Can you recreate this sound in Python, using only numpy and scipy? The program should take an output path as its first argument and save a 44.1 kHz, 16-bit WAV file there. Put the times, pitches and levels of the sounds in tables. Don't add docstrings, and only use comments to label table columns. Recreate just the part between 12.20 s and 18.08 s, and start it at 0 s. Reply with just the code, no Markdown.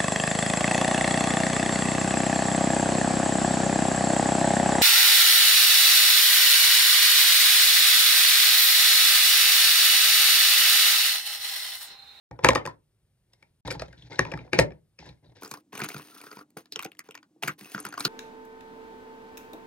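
import sys
import numpy as np
from scipy import signal
from scipy.fft import rfft, irfft, next_fast_len
from scipy.io import wavfile
from scipy.ndimage import uniform_filter1d

SR = 44100
rng = np.random.default_rng(int(sys.argv[2]) if len(sys.argv) > 2 else 0)


def generate_wav(sig):
    pcm = np.round(np.clip(np.atleast_2d(sig).T, -1, 1) * 32767).astype(np.int16)
    wavfile.write(sys.argv[1], SR, pcm)


def elevation(decibels):
    levels = np.asarray(decibels, float)
    return 10 ** (levels / 20)


N = 259308
SPEED = 2.725
FAST_FROM_S = 3.21
# frequency in Hz, level in dB, t60 in s.
DESK = [(58.5, -10, 0.14), (113, -5, 0.025), (111, -2, 0.14), (144.7, 1, 0.088), (268, -9, 0.089)]


def evened(x):
    return x / np.sqrt(np.mean(x ** 2) + 1e-20)


def read(points, hz):
    f, value = np.transpose(points)
    return np.interp(np.log(hz + 1), np.log(f + 1), value)


def coloured(x, points):
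    hz = abs(np.fft.fftfreq(4096, 1 / SR))
    log_gain = np.maximum(read(points, hz), -100) * np.log(10) / 20
    taps = np.fft.ifft(np.exp(np.conj(signal.hilbert(log_gain)))).real[:2048]
    taps = taps.reshape((1,) * (x.ndim - 1) + (-1,))
    return signal.oaconvolve(x, taps, axes=-1)[..., :x.shape[-1]]


def band(x, lo_hz, hi_hz):
    return signal.sosfilt(signal.butter(2, [lo_hz, hi_hz], "band", fs=SR, output="sos"), x)


def ring(modes, t, chance, detune, uneven_db):
    hz, db, t60_s = np.transpose(modes)[:, :, None]
    level_chance = chance[:len(hz), None]
    pitch_chance = chance[::-1][:len(hz), None]
    decay = elevation(db + uneven_db * level_chance - 60 * t / t60_s)
    swell = 1 - np.exp(-t * hz / 0.68)
    x = (decay * swell * np.sin(2 * np.pi * hz * (1 + detune * pitch_chance) * t)).sum(0)
    return x / abs(x).max()


def air(colour, db, same):
    a, b = rng.standard_normal((2, N))
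    return elevation(db) * evened(coloured(np.array([a + same * b, a - same * b]), colour))


def room(x, speed):
    # frequency in Hz, t60 in s.
    decay_times = [(100, 0.35), (500, 0.19), (2000, 0.13), (8000, 0.097), (13000, 0.084)]
    taps = np.zeros((2, SR // 2))
    at = np.arange(400, SR // 2 - 10, 10)
    at = at + rng.integers(0, 10, (2, len(at)))
    np.put_along_axis(taps, at, rng.choice([-1., 1.], at.shape), 1)
    hz, t, z = signal.stft(taps, SR, nperseg=256)
    decay = elevation(-60 * t * speed / read(decay_times, hz / speed)[:, None])
    tail = signal.istft(z * decay, SR, nperseg=256)[1]
    flutter = evened(uniform_filter1d(rng.standard_normal(N), int(150 / speed)))
    x = x + 1.4 * flutter * band(x, 250 * speed, 19845)
    return signal.fftconvolve(x.mean(0)[None], tail / np.linalg.norm(tail[0]), axes=1)[:, :N]


def bumps(rows, desk_speed, rise_s, db, sag_db):
    out, t = np.zeros(N + SR), np.arange(int(.25 * SR)) / SR
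    modes = DESK + [(54.3, sag_db, 0.1)]
    for (s, peak_db), chance in zip(rows, rng.standard_normal((len(rows), 8))):
        push = ring(modes, t * desk_speed, chance, 0.014, 3.6) * (1 - np.exp(-t / rise_s))
        out[round(s * SR):][:len(t)] += elevation(db + peak_db) * push / abs(push).max()
    return out[:N]


def rattle(shift, per_s, spread_db):
    # frequency in Hz, level in dB, t60 in s.
    loose_pens = [(560, 3, 0.013), (920, -0.5, 0.027), (1550, -17, 0.055), (2220, -6, 0.068),
                  (3900, -4.5, 0.0047), (4800, -17.5, 0.02)]
    pens = loose_pens * 2
    size = elevation(spread_db * np.minimum(rng.exponential(1, N), 4)) * (rng.random(N) < per_s / SR)
    which, out = rng.integers(0, len(pens), N), np.zeros(N)
    for k, (hz, db, t60_s) in enumerate(pens):
        r = elevation(-60 * shift / (t60_s * SR))
        turn = 2 * np.pi * hz * shift * rng.uniform(1.0, 1.08) / SR
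        resonator = [1, -2 * r * np.cos(turn), r * r]
        out += elevation(db) * signal.lfilter([np.sin(turn)], resonator, size * (which == k))
    return evened(out)


def hands(strokes, colour, speed, desk_speed, rumble_db, split_hz, per_s, spread_db, smooth, pens):
    grip_s = 0.01
    t, level = np.arange(N) / SR, np.zeros((3, N))
    for start, end, from_db, to_db, dry_db in strokes:
        span = slice(round((start - grip_s) * SR), round((end + grip_s) * SR))
        edge_s = np.minimum(t[span] - start, end - t[span])
        grip = np.clip(edge_s * speed / grip_s + .5, 0, 1)
        effort = elevation(np.interp(t[span], [start, end], [from_db, to_db]))
        level[:, span] += grip * effort * elevation(np.array([[0], [rumble_db], [dry_db]]))
    size = elevation(spread_db * np.minimum(rng.exponential(1, N), 4)) * (rng.random(N) < per_s / SR)
    slips = signal.lfilter([1], [1, -np.exp(-speed / (.004 * SR))], size)
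    rub = coloured((smooth + evened(slips)) * rng.standard_normal(N), colour)
    catch = uniform_filter1d(uniform_filter1d(rng.standard_normal(N), size=500), size=500)
    rub *= elevation(2.7 * evened(catch))
    scratch = signal.sosfilt(signal.butter(4, split_hz, "high", fs=SR, output="sos"), rub)
    rustle = signal.sosfilt(signal.butter(4, split_hz, "low", fs=SR, output="sos"), rub)
    desk = ring(DESK, np.arange(6000) / SR * desk_speed, np.zeros(8), 0, 0)
    rumble = signal.oaconvolve(rng.standard_normal(N), desk)[:N]
    return level[0] * (evened(rustle) + pens) + level[1] * evened(rumble) + level[2] * evened(scratch)


def slides(sharp, grain_s):
    # start in s, end in s, level in dB, pitch at start in Hz, pitch at end in Hz.
    slide_rows = [
        (1.512, 1.535, -50, 3900, 3970),
        (1.768, 1.89, -65, 3600, 3900),
        (3.878, 4.224, -59, 1310, 1360),
        (5.278, 5.302, -34.5, 2220, 2050),
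        (3.035, 3.117, -73, 3900, 3900),
        (5.413, 5.548, -60, 2540, 2600),
    ]
    out = np.zeros(N)
    for start, end, db, from_hz, to_hz in slide_rows:
        a, b, c = rng.standard_normal((3, SR // 2))[:, :round((end - start) * SR)]
        r, hz = np.exp(-np.pi * from_hz / sharp / SR), np.linspace(from_hz, to_hz, len(a))
        narrow = signal.lfilter([1 - r], [1, -r], a + 1j * b)
        narrow = signal.lfilter([1 - r], [1, -r], narrow)
        note = narrow * np.exp(2j * np.pi * np.cumsum(hz) / SR)
        uneven = elevation(3.9 * evened(uniform_filter1d(c, max(round(grain_s * SR), 1))))
        fade = signal.windows.tukey(len(a), .3)
        out[round(start * SR):][:len(a)] += elevation(db) * evened(note.real * uneven) * fade
    return out


def knocks(rows, desk_db, chatter_ms, speed, box_db, pen_db, pen_cycles, tick_lo_hz, tick_hi_hz):
    # frequency in Hz, level in dB, t60 in s.
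    box_modes = [(389, -4, .05), (466, -9, .03), (523, 4.5, .036), (654, -4, .04), (750, -8, .04),
                 (871, -1, .035), (1040, -8, .018), (1141, -3, .016), (1240, -6, .016), (1712, -3, .022),
                 (1858, -6, .035), (2300, -5, .018), (3400, -15, .012), (5280, -13, .013)]
    lead = 700
    thump_slope = 0.39
    out, t = np.zeros((2, N + SR)), np.arange(int(.2 * SR / speed)) / SR
    chances, u = rng.standard_normal((len(rows), 2, 2048)), t[:2048]
    since_ms = 1000 * (u - u[lead])
    after = np.exp(-abs(since_ms) / chatter_ms)
    before = elevation(-12.0) * np.exp(-abs(since_ms) / min(0.3 * chatter_ms, 3))
    for (s, db, pen_hz, tick_db, share_db), (chance, grit) in zip(rows, chances):
        contacts = np.where(since_ms > -.7, after, before) * grit * abs(chance)
        contacts[lead] += elevation(16.0)
        z = rfft(contacts, 4096)
        contacts = irfft(z / abs(z) ** 0.5)[:2048] * np.exp(-abs(since_ms) / 6.1)
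        thin_db = 2.0 * np.log2(pen_hz / (900 * speed)).clip(0, 3)
        body = elevation(box_db + share_db - thin_db) * ring(box_modes, t * speed, chance[:20], .012, 2.5)
        pen = [(pen_hz, 0, pen_cycles / pen_hz)]
        body += elevation(pen_db + thin_db / 2) * ring(pen, t, chance[20:40], 0.0037, 1)
        crack = band(grit[::-1] * elevation(-60 * u * speed / 0.011), 600 * speed, 5000 * speed)
        body[:2048] += elevation(-1.0 + 0.61 * tick_db + 0.2 * share_db) * crack
        x = signal.fftconvolve(body, contacts)[:len(t)]
        x *= abs(body).max() / abs(x).max()
        thump = ring(DESK, t * speed, chance[40:60], 0.011, 4) * (1 - np.exp(-t * speed / 0.0014))
        x[lead:] += elevation(desk_db - thump_slope * db) * thump[:-lead]
        tick = band(contacts, tick_lo_hz, tick_hi_hz)
        x[:2048] += elevation(tick_db) * tick / abs(tick).max()
        at = round((s + .001 / speed) * SR) - lead
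        pan_db = np.array([[1], [-1]]) * (-0.5 + .5 * chance[60])
        out[:, at:at + len(t)] += elevation(db + pan_db) * x
    return out[:, :N]


def natural_part():
    # frequency in Hz, level in dB per Hz.
    air_colour = [(15, -44.5), (25, -14), (124, -1), (266, -22), (358, -19), (902, -31), (4600, -38.5),
                  (7300, -42.5), (9580, -32), (11600, -48.5), (14000, -38), (16500, -60)]
    # time in s, peak in dB.
    bump_rows = [(0.106, -38), (0.239, -23), (0.289, -25.5), (0.448, -68), (1.447, -30.5), (1.498, -35),
                 (1.549, -32), (1.771, -44), (1.829, -41), (1.989, -30.5), (2.133, -26), (2.383, -15),
                 (2.795, -43.5), (2.825, -46.5), (2.856, -45.5), (2.89, -42.5), (1.6, -34.5), (1.68, -40.5),
                 (2.2, -38), (3.07, -46)]
    # start in s, end in s, effort at start in dB, at end in dB, dryness in dB.
    stroke_rows = [(0.11, 0.225, -64.5, -57, -40.5), (0.228, 0.247, -44, -23.5, -7),
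                   (0.25, 0.35, -58, -46.5, -26), (0.35, 0.55, -49.5, -62, -17),
                   (1.1, 1.3, -80.5, -79.5, -3), (1.45, 1.56, -46, -42.5, -9), (1.56, 1.76, -58, -65, -7),
                   (1.77, 1.89, -68.5, -66, 3), (1.9, 1.99, -50.5, -52, -4),
                   (1.99, 2.07, -53.5, -54.5, -2.5), (2.07, 2.3, -46.5, -60.5, -14),
                   (2.32, 2.39, -51, -32, -8), (2.39, 2.6, -45.5, -73.5, -18), (2.79, 2.86, -60, -56.5, 1),
                   (2.86, 3.0, -49.5, -85, -3), (3.03, 3.13, -59, -64, -15.5), (3.155, 3.22, -58.5, -65, 0)]
    # frequency in Hz, level in dB per Hz.
    rub_colour = [(180, -28.5), (300, 13.5), (1000, 1), (1240, -27.5), (1590, -5.5), (2990, -17),
                  (3550, -11.5), (5810, -15.5), (10300, -43.5), (12000, -48.5), (15600, -80), (22000, -120)]
    # time in s, peak in dB, pen ring in Hz, tick in dB re peak,
    # box share in dB.
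    nudge_rows = [(1.133, -48.5, 5650, 1.5, -5), (1.225, -39.5, 2266, -10.5, -6), (1.45, -55, 692, -11, 6),
                  (1.467, -36, 5120, -4, 3.5), (1.475, -24.5, 3900, -3, -27), (1.479, -21, 960, -15, -0.5),
                  (1.504, -19.5, 2310, -12, -21), (1.508, -23.5, 5060, -9, 0),
                  (1.513, -22.5, 1510, 1.5, -1), (1.524, -41, 5300, 12.5, -6), (1.549, -28, 864, -18, -21),
                  (1.595, -31.5, 4860, -8, 8), (1.618, -20.5, 614, -14, -2.5),
                  (1.681, -45.5, 3960, -5.5, 5.5), (1.727, -37.5, 1580, -13.5, -6.5),
                  (1.778, -45, 3800, -14, -26), (1.822, -37.5, 3406, -11, -10.5),
                  (1.913, -34.5, 870, -36, 4.5), (1.929, -35.5, 1474, -8.5, -4),
                  (2.788, -34, 2446, -14, -22), (2.789, -35, 5280, -14.5, -1.5),
                  (2.856, -40, 1670, -15, -10), (2.861, -41.5, 986, -6.5, -7), (2.889, -38, 3930, -11, -5),
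                  (3.167, -51.5, 880, 2, 2), (1.786, -51, 4080, -7.5, -25), (1.906, -43.5, 4900, -19, -5),
                  (1.956, -33.5, 3960, -16, -12.5), (1.94, -38, 1500, -12, -6),
                  (2.396, -15.5, 9500, 2.5, -16)]
    # time in s, peak in dB, pen ring in Hz,
    # tick in dB re peak, box share in dB.
    drop_rows = [(0.111, -30.5, 805, -24.5, -4), (0.19, -30.5, 975, -35, 2.5), (0.237, -21, 2300, -10, -2),
                 (0.245, -4.5, 1007, -1.5, 5.5), (0.245, -5, 2270, -26, -21),
                 (0.253, -14.5, 2680, -19, 0.5), (0.264, -10, 2550, -16, 1.5), (0.27, -20.5, 2100, -15, -2),
                 (0.287, -4, 1035, -6, 1.5), (0.287, -4, 1880, -4, -20), (0.304, -13, 2060, -9, 2.5),
                 (0.332, -17.5, 820, -11, -0.5), (0.35, -19, 2420, 3.5, -9.5),
                 (0.356, -6.5, 1173, -15, -4.5), (0.377, -24.5, 1173, -18, 0),
                 (0.453, -21.5, 2415, -8.5, 1.5), (0.461, -27, 1735, 2.5, 4), (0.473, -18, 1052, -25, -12),
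                 (1.986, -32.5, 2700, -18, -12.5), (1.991, -2, 1787, -13, -0.5),
                 (1.992, -7.5, 1114, -36, -29.5), (2.0, -27.5, 2570, -22, 1.5),
                 (2.049, -22.5, 2430, -20, -9), (2.051, -21.5, 960, -27, -9), (2.086, -41, 899, -26, 5.5),
                 (2.116, -24.5, 2400, -17, -12.5), (2.119, -31, 1164, -5.5, 9),
                 (2.137, -22.5, 2000, -23, 4.5), (2.174, -31, 1236, -10, -3.5), (2.189, -31, 2400, -26, -5),
                 (2.277, -43.5, 990, -45, -0.5), (2.331, -6.5, 2265, -13, 1.5), (2.385, -34, 2418, 1, -8.5),
                 (2.388, -2, 2470, -11, 5.5), (2.388, -11.5, 5250, -6, -20), (2.397, -19.5, 12500, 4.5, 3),
                 (2.505, -36, 708, -32, -6), (2.519, -52.5, 2406, -22, 18.5),
                 (0.287, -11, 6606, -12.5, -25), (1.992, -11, 5760, -10, -11.5)]
    x = sum(knocks(rows, desk_db, chatter_ms, 1.0, -1.6, -6.0, 21, 1700, 13000)
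            for rows, desk_db, chatter_ms in [(drop_rows, -24, 4.8), (nudge_rows, -33, 12)])
    pens = elevation(-4.0) * rattle(0.89, 180, 6.1)
    x += hands(stroke_rows, rub_colour, 0.87, 1, 1.4, 1700, 350, 3, 1.0, pens)
    x += bumps(bump_rows, 1.08, 0.039, 0.9, 1.0) + slides(7.2, 0.0065)
    x = band(x + elevation(-15.5) * room(x, 0.89), 68.0, 9000)
    return x + air(air_colour, -68, 0.18)


def fast_part():
    # frequency in Hz, level in dB per Hz.
    air_colour = [(24, -71), (90, -20.5), (200, -10.5), (308, -4), (400, -22), (510, -25), (690, -27),
                  (1140, -35), (1290, -39.5), (9720, -43.5), (11900, -52), (16500, -49)]
    # time in s, peak in dB.
    bump_rows = [(3.231, -46.5), (3.315, -41.5), (3.534, -40), (3.617, -27), (3.748, -32), (4.167, -46),
                 (5.238, -31), (5.279, -30.5), (5.413, -41), (5.546, -31.5), (5.654, -37.5), (5.851, -26)]
    # time in s, peak in dB.
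    set_down_rows = [
        (4.119, -48.5),
        (4.367, -31),
        (4.562, -33),
        (4.653, -28),
        (4.888, -36.5),
        (5.161, -51.5),
    ]
    # start in s, end in s, effort at start in dB, at end in dB, dryness in dB.
    stroke_rows = [(3.21, 3.41, -59, -73, 8), (3.523, 3.665, -51, -42.5, -10), (3.68, 3.83, -56, -55, 3.5),
                   (3.83, 4.23, -61.5, -66, 6.5), (4.37, 4.45, -47.5, -84, 3.5),
                   (4.55, 4.7, -65, -71, -17.5), (4.84, 4.88, -62.5, -70, -4),
                   (4.94, 5.05, -92.5, -100, -14), (5.224, 5.34, -42, -63.5, -3),
                   (5.38, 5.56, -61.5, -56, 5), (5.56, 5.78, -53.5, -59, -12), (5.78, 5.9, -53.5, -46.5, 4)]
    # frequency in Hz, level in dB per Hz.
    rub_colour = [(400, -85), (600, -6.5), (1100, -3.5), (1350, -10), (1700, -5), (2200, -7), (6800, -20.5),
                  (7000, -72), (8000, -77), (8300, -16), (12700, -20), (15800, -20.5), (16500, -20)]
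    # time in s, peak in dB, pen ring in Hz, tick in dB re peak,
    # box share in dB.
    nudge_rows = [(3.222, -33, 935, -36, 2), (3.233, -33, 1420, 1, -5), (3.259, -37.5, 1180, -12, 10),
                  (3.248, -35.5, 5300, -5, 11), (3.292, -48, 7100, -1, -7), (3.277, -37, 7200, -16, -13),
                  (3.313, -37, 1180, 12.5, 15.5), (3.339, -33.5, 1150, 2, 10), (3.373, -41, 1054, -2, 1),
                  (3.53, -33, 960, -11.5, -3.5), (3.552, -34.5, 1100, -2, 8), (3.577, -31, 2580, 2, -4),
                  (3.593, -34, 1400, 1, 13), (3.602, -22.5, 1590, -6, -8), (3.617, -20.5, 2360, -35, 8),
                  (3.637, -26, 2400, 3.5, -4), (3.643, -27.5, 1480, 5, -1), (3.688, -30, 1550, 5.5, -3),
                  (3.702, -28.5, 2230, -27, -11), (3.717, -38, 2570, -10, 12),
                  (3.744, -31.5, 1420, -4, 6.5), (3.764, -38, 1270, -7, 16.5), (3.796, -35, 1180, -10, 6.5),
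                  (3.813, -61, 2970, -2, -6), (3.85, -53, 1290, -16, 7), (3.963, -43, 1290, -20, -2),
                  (4.014, -42, 2200, 3, 3), (4.038, -41, 1320, -28, 8), (4.067, -40, 1450, -30, 10),
                  (4.114, -46.5, 1460, -14, 20), (4.128, -38, 2130, -4, 3), (4.169, -37, 954, -40, 7),
                  (4.21, -37.5, 1360, -36, -16), (3.883, -48, 2610, -14, -3), (3.948, -47.5, 5700, 3, -14),
                  (4.003, -57, 1180, -15, 22), (3.9, -51, 1300, -15, 3), (4.19, -41, 1140, -24, 11)]
    # time in s, peak in dB, pen ring in Hz, tick in dB re peak,
    # box share in dB.
    drop_rows = [(4.304, -64, 5780, 15.5, 8), (4.371, -37, 1305, -5.5, 5.5), (4.457, -48.5, 4070, -9, 2.5),
                 (4.523, -21.5, 4800, -10, -25), (4.53, -34, 3900, -13.5, -15), (4.559, -20, 3030, -36, 5),
                 (4.56, -26, 5700, -22, -23), (4.592, -19, 2520, -14.5, -3), (4.593, -25, 1160, -30, -17),
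                 (4.615, -38, 2670, -14, 8), (4.625, -31, 1380, 8.5, -23), (4.631, -28.5, 2500, -8, 3),
                 (4.647, -30.5, 6600, 4, -18), (4.649, -30, 736, -34, 13), (4.661, -32, 2600, -14, 4),
                 (4.718, -35, 2740, -12.5, -11), (4.792, -28, 2050, 4, -4.5), (4.888, -47, 980, -38, 16),
                 (4.909, -36, 2760, -7, -1.5), (4.944, -40, 2560, -18, 0), (4.952, -35.5, 1770, -7, 14),
                 (4.976, -36, 2640, -31, 4.5), (4.991, -65, 1884, -21.5, -9), (5.029, -55, 1380, -28, 19.5),
                 (4.75, -54.5, 2000, -9, 4), (4.77, -54.5, 3000, -6, -6)]
    # time in s, peak in dB, pen ring in Hz,
    # tick in dB re peak, box share in dB.
    shift_rows = [(5.226, -29, 817, -21.5, 2.5), (5.234, -16.5, 2640, -13.5, -2.5),
                  (5.276, -21, 2200, -11, 4), (5.28, -20.5, 1530, -3, 10), (5.41, -36, 2000, -0.5, -12),
                  (5.456, -40.5, 2700, -20, -1.5), (5.518, -39.5, 2660, 6, -15),
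                  (5.547, -24.5, 1500, -22, 9), (5.579, -27.5, 1360, -30, 1), (5.602, -25, 9600, -40, -23),
                  (5.651, -29, 1670, 2.5, 12), (5.666, -37.5, 1530, -2, 18.5), (5.688, -36, 9600, -24, 7),
                  (5.725, -39.5, 1530, -15, 14.5), (5.74, -29.5, 1470, -10, 3),
                  (5.777, -25.5, 1170, -14, 5), (5.797, -25, 8600, -13, 0), (5.805, -21, 9300, -23, -10),
                  (5.806, -20.5, 4100, -20, 7), (5.851, -9, 4350, -11, -2.5), (5.591, -41, 5500, -5, -8),
                  (5.627, -43, 9100, -5, -10), (5.445, -46, 5800, -12, 5)]
    kinds = [(nudge_rows, -18, 12), (drop_rows, -30, 4.1), (shift_rows, -18.5, 10)]
    x = sum(knocks(rows, desk_db, chatter_ms, SPEED, -8.0, -1.4, 11.5, 1330, 19845)
            for rows, desk_db, chatter_ms in kinds)
    pens = elevation(-2.0) * rattle(SPEED, 540, 1.6)
    x += hands(stroke_rows, rub_colour, SPEED, SPEED, -3.7, 4430, 520, 4.4, 0.96, pens)
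    x += bumps(bump_rows, 1.35, 0.0026, 2.7, -51.0)
    x += bumps(set_down_rows, SPEED * 1.083, 0.0015, 0.56, -10.5)
    x += slides(11.0, 0.0048)
    x = band(band(x + elevation(-16.0) * room(x, SPEED), 95, 19000), 120, 19500)
    return x + air(air_colour, -64.5, 0.094)


def scene():
    # start in s, end in s.
    gaps = [
        (0, .1107),
        (1.408, 1.4505),
    ]
    t = np.arange(N) / SR
    out = np.where(t < FAST_FROM_S, natural_part(), fast_part())
    for start, end in gaps:
        out *= np.where((t > start) & (t < end), elevation(-54.5), 1)
    return out


def band_limit(x):
    return signal.sosfilt(signal.butter(12, 16670, fs=SR, output="sos"), x)


def record(dry):
    # frequency in Hz, level in dB.
    port_gap = [(60, -22.5), (110, -24), (200, -12), (380, -8), (1290, -8.5), (2380, -1), (4400, 1.5),
                (15000, -1.5)]
    fast_port_gap = [(60, -6), (110, -19), (380, -18), (700, -7.5), (1290, -4), (2380, -5), (4400, -1.5),
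                     (15000, 0.5)]
    # frequency in Hz, phase in radians.
    port_turn = [(60, 1.6), (200, 2.0), (380, 0.9), (700, 2.1), (1290, 0.8), (2380, 0.94), (4400, 1.3),
                 (15000, 1.9)]
    fast_port_turn = [(200, 2), (700, 1.36), (1290, 1.42), (2380, 1.33), (4400, 1.5), (15000, 1.6)]
    mid = dry.mean(0)
    fast = np.arange(N) / SR > FAST_FROM_S
    lean = dry[0] - mid + 0.046 * mid
    side = np.where(fast, band(lean, 760, 10700), band(lean, 250, 15000))
    size = next_fast_len(N + 4096)
    z, hz = rfft(mid, size), np.arange(size // 2 + 1) * SR / size

    def port_side(gap, turn):
        return irfft(z * elevation(read(gap, hz)) * np.exp(1j * read(turn, hz)), size)[:N]

    side += np.where(fast, port_side(fast_port_gap, fast_port_turn), port_side(port_gap, port_turn))
    both = 1.275 * np.tanh((mid + np.array([side, -side])) / 1.722)
    both = signal.oaconvolve(both, signal.firwin(255, 16100, fs=SR)[None], "same")
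    return band_limit(both)


dry = scene()
out = record(dry)
generate_wav(out)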